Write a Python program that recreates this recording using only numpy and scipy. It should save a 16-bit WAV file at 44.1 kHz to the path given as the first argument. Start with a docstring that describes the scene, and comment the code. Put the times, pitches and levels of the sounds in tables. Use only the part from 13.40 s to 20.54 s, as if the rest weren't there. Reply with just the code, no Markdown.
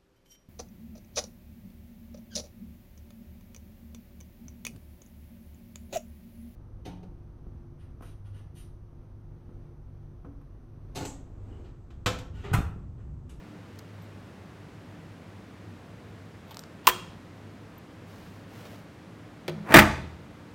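"""In a small quiet room with humming ventilation, a hand turns the dial of a steel safe near the microphone.
The wheels tick faintly, the spindle drags and the lock snaps against its stop; a sleeve rustles as the
arm moves to the handle. The handle takes up its play, and the bolts slide and slam home with a rattle
that booms in the door and overloads the microphone. Lock, handle and bolts rebound after each impact;
harder impacts are brighter, and the hardest excites the part's distinct normal modes."""
import sys
import numpy as np
from scipy import signal
from scipy.fft import rfft, irfft
from scipy.io import wavfile
from scipy.ndimage import uniform_filter1d

SR = 44100
rng = np.random.default_rng(int(sys.argv[2]) if len(sys.argv) > 2 else 0)


def transcribe(u):
    """Save the signal u as a 16-bit wav file named by the first command-line argument.

    u: samples, shape (n,) or (channels, n), limited to [-1, 1]; the rate is SR.
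    q: integer samples, one column per channel.
    """
    v = np.clip(np.atleast_2d(u).T, -1, 1)
    q = np.round(v * 32767).astype(np.int16)
    wavfile.write(sys.argv[1], SR, q)


N = 314874
TIME = np.arange(N) / SR
AFTER = TIME[:SR]  # the second that follows an impact


def undb(db):
    """Amplitude ratio of a level in decibels."""
    return 10 ** (np.asarray(db) / 20)

def unit(x):
    """Normalisation to rms 1."""
    return x / np.sqrt(np.mean(x ** 2))

def at_hz(points, hz):
    """Interpolation of (frequency, value) points on a log-frequency axis."""
    f, value = np.transpose(points)
    return np.interp(np.log(np.maximum(hz, 1)), np.log(f), value)

def colour(x, spectrum, tilt_db=0):
    """Spectral shaping to rms 1; above 1 kHz a slope of tilt_db per octave pivots about 2 kHz."""
    hz = np.fft.rfftfreq(len(x), 1 / SR)
    octaves = np.log2(np.maximum(hz / 2000, 1 / 2))
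    return unit(irfft(rfft(x) * undb(at_hz(spectrum, hz) + tilt_db * octaves), len(x)))

def walk(rate):
    """Smooth random fluctuation of rms 1, with `rate` new values a second."""
    hold = int(SR / rate)
    steps = np.repeat(rng.standard_normal(N // hold + 1), hold)
    return unit(uniform_filter1d(steps, hold)[:N])

def wavering_tone(hz, drift_hz, rate):
    """Random frequency modulation of a sinusoid of rms 1."""
    frequency = hz + drift_hz * walk(rate)
    return unit(np.sin(2 * np.pi * np.cumsum(frequency) / SR))

def swell(start, attack, release):
    """Amplitude envelope with a quarter-sine rise and fall."""
    return np.sin(np.pi / 2 * np.interp(TIME - start, [0, attack, attack + release], [0, 1, 0]))

def strokes(rows):
    """Summed envelopes of several strokes, each at its own level."""
    return sum(undb(db) * swell(start, attack, release) for start, attack, release, db in rows)

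def fade(t60):
    """Exponential damping: 60 dB in t60 seconds."""
    return np.exp(-np.log(1000) * AFTER / max(t60, 1e-3))

def add(out, time, sound):
    """Superposition of a sound that starts at `time` seconds."""
    i = int(time * SR)
    out[i:i + len(sound)] += sound[:N - i]

def dense_ring(spectrum, decays, tilt_db=0):
    """High modal overlap: countless modes merge into noise whose octaves decay at their own rates."""
    noise = rfft(colour(rng.standard_normal(SR), spectrum, tilt_db))
    octave = np.log2(np.clip(np.arange(len(noise)), 32, 16384))  # bins are 1 Hz apart
    return sum(irfft(noise * np.maximum(1 - abs(octave - k), 0), SR) * fade(at_hz(decays, 2 ** k))
               for k in range(5, 15))

def modal_ring(modes):
    """Normal modes: damped sinusoids of alternating sign, each building up over about one cycle."""
    out = np.zeros(SR)
    for k, (hz, db, t60) in enumerate(modes):
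        build_up = 1 - np.exp(-hz * AFTER)
        out += (-1) ** k * undb(db) * np.sin(2 * np.pi * hz * AFTER) * fade(t60) * build_up
    return out

def friction(spectrum, grain_db, catch_db, catch_rate):
    """Sliding friction: dense tiny slips of uneven size, bunched where the surfaces catch."""
    slips = rng.standard_normal(N)
    size_db = grain_db * rng.standard_normal(N) + catch_db * walk(catch_rate)
    return colour(slips * undb(size_db), spectrum)

SOFT_DULLING = 0.15  # treble lost [dB per octave] for each dB below the hardest impact
def impacts(blows, spectrum, decays, tilt_db, bounce_s, bounce_db):
    """Impact excitation: each blow strikes another spot and rebounds once; softer blows are duller."""
    out = np.zeros(N)
    hardest_db = max(db for _, db in blows)
    for time, db in blows:
        tilt = tilt_db - SOFT_DULLING * (hardest_db - db)
        add(out, time, undb(db) * dense_ring(spectrum, decays, tilt))
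        add(out, time + bounce_s, undb(db + bounce_db) * dense_ring(spectrum, decays, tilt))
    return out

def ringing(blows, modes, ring_db):
    """Free vibration of a part's distinct modes after its hardest blow."""
    out = np.zeros(N)
    time, db = max(blows, key=lambda blow: blow[1])
    add(out, time, undb(db + ring_db) * modal_ring(modes))
    return out


# spectrum of the airflow (frequency [Hz], relative level [dB])
AIR_SPECTRUM = [(15, -55.5), (25, -22.5), (64, -13.5), (82, -8), (102, 0), (127, -9), (170, -4), (270, -10),
                (301, -9), (373, -14), (463, -14.5), (775, -20), (1740, -24.5), (2050, -26), (16000, -53)]
# fan tones (frequency [Hz], level [dB])
FAN_TONES = [(102.3, -60.5), (166.9, -63.5), (298, -65.5)]
def ventilation():
    """Broadband flow noise with fan tones that fluctuate in level and frequency."""
    rush = undb(-47) * colour(rng.standard_normal(N), AIR_SPECTRUM)
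    hum = sum(undb(db + 4.5 * walk(5.3)) * wavering_tone(hz, drift_hz=1.475, rate=10)
              for hz, db in FAN_TONES)
    return rush + hum

# pin contacts (time [s], level [dB], treble slope [dB/octave], ring level [dB])
PIN_TICKS = [(.3585, -57, 6, -72), (.3892, -41.5, 7, -63), (.3925, -41, 0, -65), (.6205, -60, 2, -53),
             (3.1105, -47, 3, -62), (3.1447, -39.5, 0, -51), (3.1701, -33.5, -1, -62),
             (3.1928, -34, 1, -46), (3.2373, -41.5, -3, -74)]
# spectrum of a tick (frequency [Hz], relative level [dB])
TICK_SPECTRUM = [(300, -17), (1000, 5.5), (2800, -12.5), (4200, 3.5), (6500, 0), (9000, -10), (12000, -12),
                 (15000, -14)]
# damping of a tick (frequency [Hz], T60 [s])
TICK_T60 = [(1000, 0.012), (6000, 0.011)]
# modes of the wheels (frequency [Hz], relative level [dB], T60 [s])
WHEEL_MODES = [(8060, -19, 0.28), (12080, -8, .11), (13290, -17, .08)]
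def wheels():
    """Impulse response of the thinly ringing wheels to drive pins; glancing contacts are brighter."""
    out, ring = np.zeros(N), modal_ring(WHEEL_MODES)
    for time, db, tilt_db, ring_db in PIN_TICKS:
        tick = undb(db) * dense_ring(TICK_SPECTRUM, TICK_T60, tilt_db)
        add(out, time, tick + undb(ring_db) * ring)
    return out

# turns that drag (time [s], attack [s], release [s], level [dB])
DRAG_STROKES = [(3.06, .03, .15, -57), (3.104, .011, 0.014, -46), (3.44, .01, .03, -49)]
# spectrum of the drag (frequency [Hz], relative level [dB])
DRAG_SPECTRUM = [(300, -13), (700, 3), (1000, 7.5), (1500, -7), (3500, -3), (6000, -18), (11500, -25),
                 (13700, -9), (16000, -20)]
def spindle():
    """Sliding friction of the dial on its spindle as it turns back and nears the stop."""
    return strokes(DRAG_STROKES) * friction(DRAG_SPECTRUM, grain_db=3.5, catch_db=4, catch_rate=400)

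# impacts on the stop (time [s], level [dB])
LOCK_BLOWS = [(3.4702, -7), (3.4872, -18), (3.4945, -21.5)]
# spectrum of the lock (frequency [Hz], relative level [dB])
LOCK_SPECTRUM = [(100, -17), (400, -7), (800, -7), (1500, 1.5), (3000, -1), (4500, -8), (8000, -12),
                 (10500, -15.5), (12000, -18.5), (14000, -9.5), (16000, -7)]
# damping of the lock (frequency [Hz], T60 [s])
LOCK_T60 = [(300, 0.13), (1500, 0.038), (5000, 0.037), (15000, 0.045)]
# modes of the lock (frequency [Hz], relative level [dB], T60 [s])
LOCK_MODES = [(362, 0, 0.3), (1010, 3, 0.18), (1145, -1.5, 0.17), (1605, 4, .12), (1780, 3, 0.14),
              (2180, -10, 0.17), (2740, 6, 0.087), (3234, -7.5, 0.34), (3260, -5, 0.43), (3380, -14, .36),
              (3600, -8, 0.14), (8080, -19, .34), (13400, 2.5, .12), (15300, 0, .07)]
def lock_stop():
    """Impact and rebound: the lock runs into its stop, chatters and rings."""
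    snap = impacts(LOCK_BLOWS, LOCK_SPECTRUM, LOCK_T60, tilt_db=1.8, bounce_s=0.002, bounce_db=-6)
    return snap + ringing(LOCK_BLOWS, LOCK_MODES, ring_db=-22.5)

# slips (time [s], duration [s], start frequency [Hz], end frequency [Hz], level [dB])
SLIP_CHIRPS = [(3.4737, 0.0078, 1075, 983, -3), (3.4745, 0.0032, 14900, 15200, -14),
               (3.486, 0.0045, 15250, 15150, -11.5), (4.376, .014, 15500, 11000, -50)]
def chirps():
    """Stick-slip oscillation: metal slipping on metal sings for a few milliseconds."""
    out = np.zeros(N)
    for time, duration, start_hz, end_hz, db in SLIP_CHIRPS:
        hz = np.linspace(start_hz, end_hz, int(duration * SR))
        glide = np.sin(2 * np.pi * np.cumsum(hz) / SR)
        add(out, time, undb(db) * np.hanning(len(hz)) * glide)
    return out

# arm movements (time [s], attack [s], release [s], level [dB])
SLEEVE_STROKES = [(4.65, 0.071, 0.42, -57.5), (5.07, 0.15, 0.25, -52.5)]
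# spectrum of the cloth (frequency [Hz], relative level [dB])
SLEEVE_SPECTRUM = [(150, -7), (500, 6), (2200, -1.5), (5000, -7.5), (9000, -15.5), (15500, -14)]
def sleeve():
    """Friction noise of cloth as the arm leaves the dial, then reaches for the handle."""
    return strokes(SLEEVE_STROKES) * friction(SLEEVE_SPECTRUM, grain_db=5, catch_db=1, catch_rate=140)

# two finger touches, then the clack of engagement (time [s], level [dB])
HANDLE_BLOWS = [(5.2530, -42), (5.3315, -46.5), (6.0803, -26)]
# spectrum of the handle (frequency [Hz], relative level [dB])
HANDLE_SPECTRUM = [(100, -12), (550, 1.5), (1200, -11), (2500, -6.5), (4000, -7.5), (8000, -22),
                   (15000, -24.5)]
# damping of the handle (frequency [Hz], T60 [s])
HANDLE_T60 = [(500, 0.08), (3000, 0.043), (12000, .025)]
# modes of the handle (frequency [Hz], relative level [dB], T60 [s])
HANDLE_MODES = [(160.3, 1, 0.37), (356.5, 6.5, 0.15), (488, -3, 0.041), (553, -2.5, .11), (645, -4, .08),
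                (710, -8, .1), (2680, -19.5, .12)]
def handle():
    """Backlash impact: the handle is touched, then clacks and rings as it takes up its play."""
    clack = impacts(HANDLE_BLOWS, HANDLE_SPECTRUM, HANDLE_T60,
                    tilt_db=-0.6, bounce_s=0.014, bounce_db=-8.5)
    return clack + ringing(HANDLE_BLOWS, HANDLE_MODES, ring_db=-6)

STRAIN_S, FREE_S, LAND_S = 6.12, 6.24, 6.342  # the bolts start to creep, break free and land
CREEP_DB, SCRAPE_DB, GROAN_DB = -54.5, -23.5, -39.5
# spectrum of the sliding bolts (frequency [Hz], relative level [dB])
SLIDE_SPECTRUM = [(50, -5.5), (110, 4), (280, 3.5), (450, 4.5), (1000, 3.5), (2400, -6), (3100, -20.5),
                  (6000, -27.5), (15000, -32.5)]
def bolt_slide():
    """Friction grows as a power of speed as the bolts accelerate; the strained door groans first."""
    speed = np.clip((TIME - FREE_S) / (LAND_S - FREE_S), 0, 1)
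    moving = (TIME > STRAIN_S) & (TIME < LAND_S)
    rubbing = moving * (undb(CREEP_DB) + undb(SCRAPE_DB) * speed ** 1.9)
    scrape = rubbing * friction(SLIDE_SPECTRUM, grain_db=5, catch_db=1.9, catch_rate=200)
    strain = undb(GROAN_DB) * swell(STRAIN_S, attack=0.07, release=0.1)
    return scrape + strain * wavering_tone(hz=215, drift_hz=8, rate=31)

# the bolts knock, slam home and rattle (time [s], level [dB])
BOLT_BLOWS = [(6.3218, -20), (6.3411, -1.5), (6.3590, -6), (6.3675, -3.5), (6.3850, -8), (6.3903, -4),
              (6.4200, -16.5)]
# spectrum of the door (frequency [Hz], relative level [dB])
DOOR_SPECTRUM = [(30, -22), (70, -5), (300, -0.5), (420, -11), (650, 0), (1400, -1.5), (1800, 2.5),
                 (2560, -3), (2720, -8), (4000, -15.5), (6000, -21.5), (11000, -24), (15500, -18.5)]
# damping of the door (frequency [Hz], T60 [s])
DOOR_T60 = [(80, 0.25), (400, 0.083), (2000, 0.062), (6000, 0.075), (15000, 0.041)]
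# modes of the door (frequency [Hz], relative level [dB], T60 [s])
DOOR_MODES = [(51.6, -14, .35), (80, -10.5, .65), (125.7, -7, 0.4), (210.6, -1, 0.37), (295, 4.5, 0.12),
              (340, 6, .14), (462, -10, 0.28), (625.5, -8, 0.44), (690, 2, 0.1), (823, -21.5, 0.35),
              (918, -20, 0.94), (1074, -9, 0.15), (1219, -4.5, 0.13), (1476, -7, 0.25), (1613, -10.5, 0.3),
              (1760, -2.5, 0.15), (1780, -1, 0.092), (1952, -1, 0.15), (2110, -16.5, 0.4),
              (2290, -2.5, 0.1), (2400, -2, .12), (2450, -8, 0.1), (3120, -15, 0.17), (3210, -11.5, 0.12),
              (3620, -10.5, .16)]
def bolt_slam():
    """Structural resonance: the bolts hit their stops and the steel door booms."""
    slam = impacts(BOLT_BLOWS, DOOR_SPECTRUM, DOOR_T60, tilt_db=1, bounce_s=0.0047, bounce_db=-10.5)
    return slam + ringing(BOLT_BLOWS, DOOR_MODES, ring_db=-9.5)

# spectrum of the reflections (frequency [Hz], relative level [dB])
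ROOM_SPECTRUM = [(60, 1), (300, -2), (1000, 1), (2200, -5), (4500, -5), (7000, -2.5), (10000, -5),
                 (13500, -5), (15200, -8)]
# reverberation time (frequency [Hz], T60 [s])
ROOM_T60 = [(80, 0.93), (300, 0.56), (1500, 0.46), (4500, 0.6), (7500, 0.5), (10000, 0.33), (15000, 0.2)]
def room(direct, wet_db, build_s=0.006):
    """Reverberation: reflections off near walls thicken into a short tail behind the direct sound."""
    tail = dense_ring(ROOM_SPECTRUM, ROOM_T60) * (1 - np.exp(-AFTER / build_s))
    return direct + undb(wet_db) * signal.fftconvolve(direct, tail / np.linalg.norm(tail))[:N]

def scene():
    """Superposition of ventilation, lock, sleeve and boltwork; only the metal parts reverberate."""
    air = ventilation()
    dial = room(wheels() + spindle() + lock_stop(), wet_db=-16.5, build_s=0.005)
    slips = room(chirps(), wet_db=-24)
    rustle = sleeve()
    boltwork = room(handle() + bolt_slide() + bolt_slam(), wet_db=-14)
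    return (air + dial + slips + rustle + boltwork)[None]

LOW_CUT_HZ, TOP_HZ = 37, 15900
def record(dry):
    """Band limiting and overload: the microphone sheds deep bass, the slam clips, and the top is cut."""
    high_pass = signal.butter(4, LOW_CUT_HZ, "high", fs=SR, output="sos")
    low_pass = signal.ellip(8, 0.1, 50, TOP_HZ, fs=SR, output="sos")
    clipped = np.clip(signal.sosfilt(high_pass, dry), -1, 1)
    return signal.sosfiltfilt(low_pass, clipped)


dry = scene()
out = record(dry)
transcribe(out)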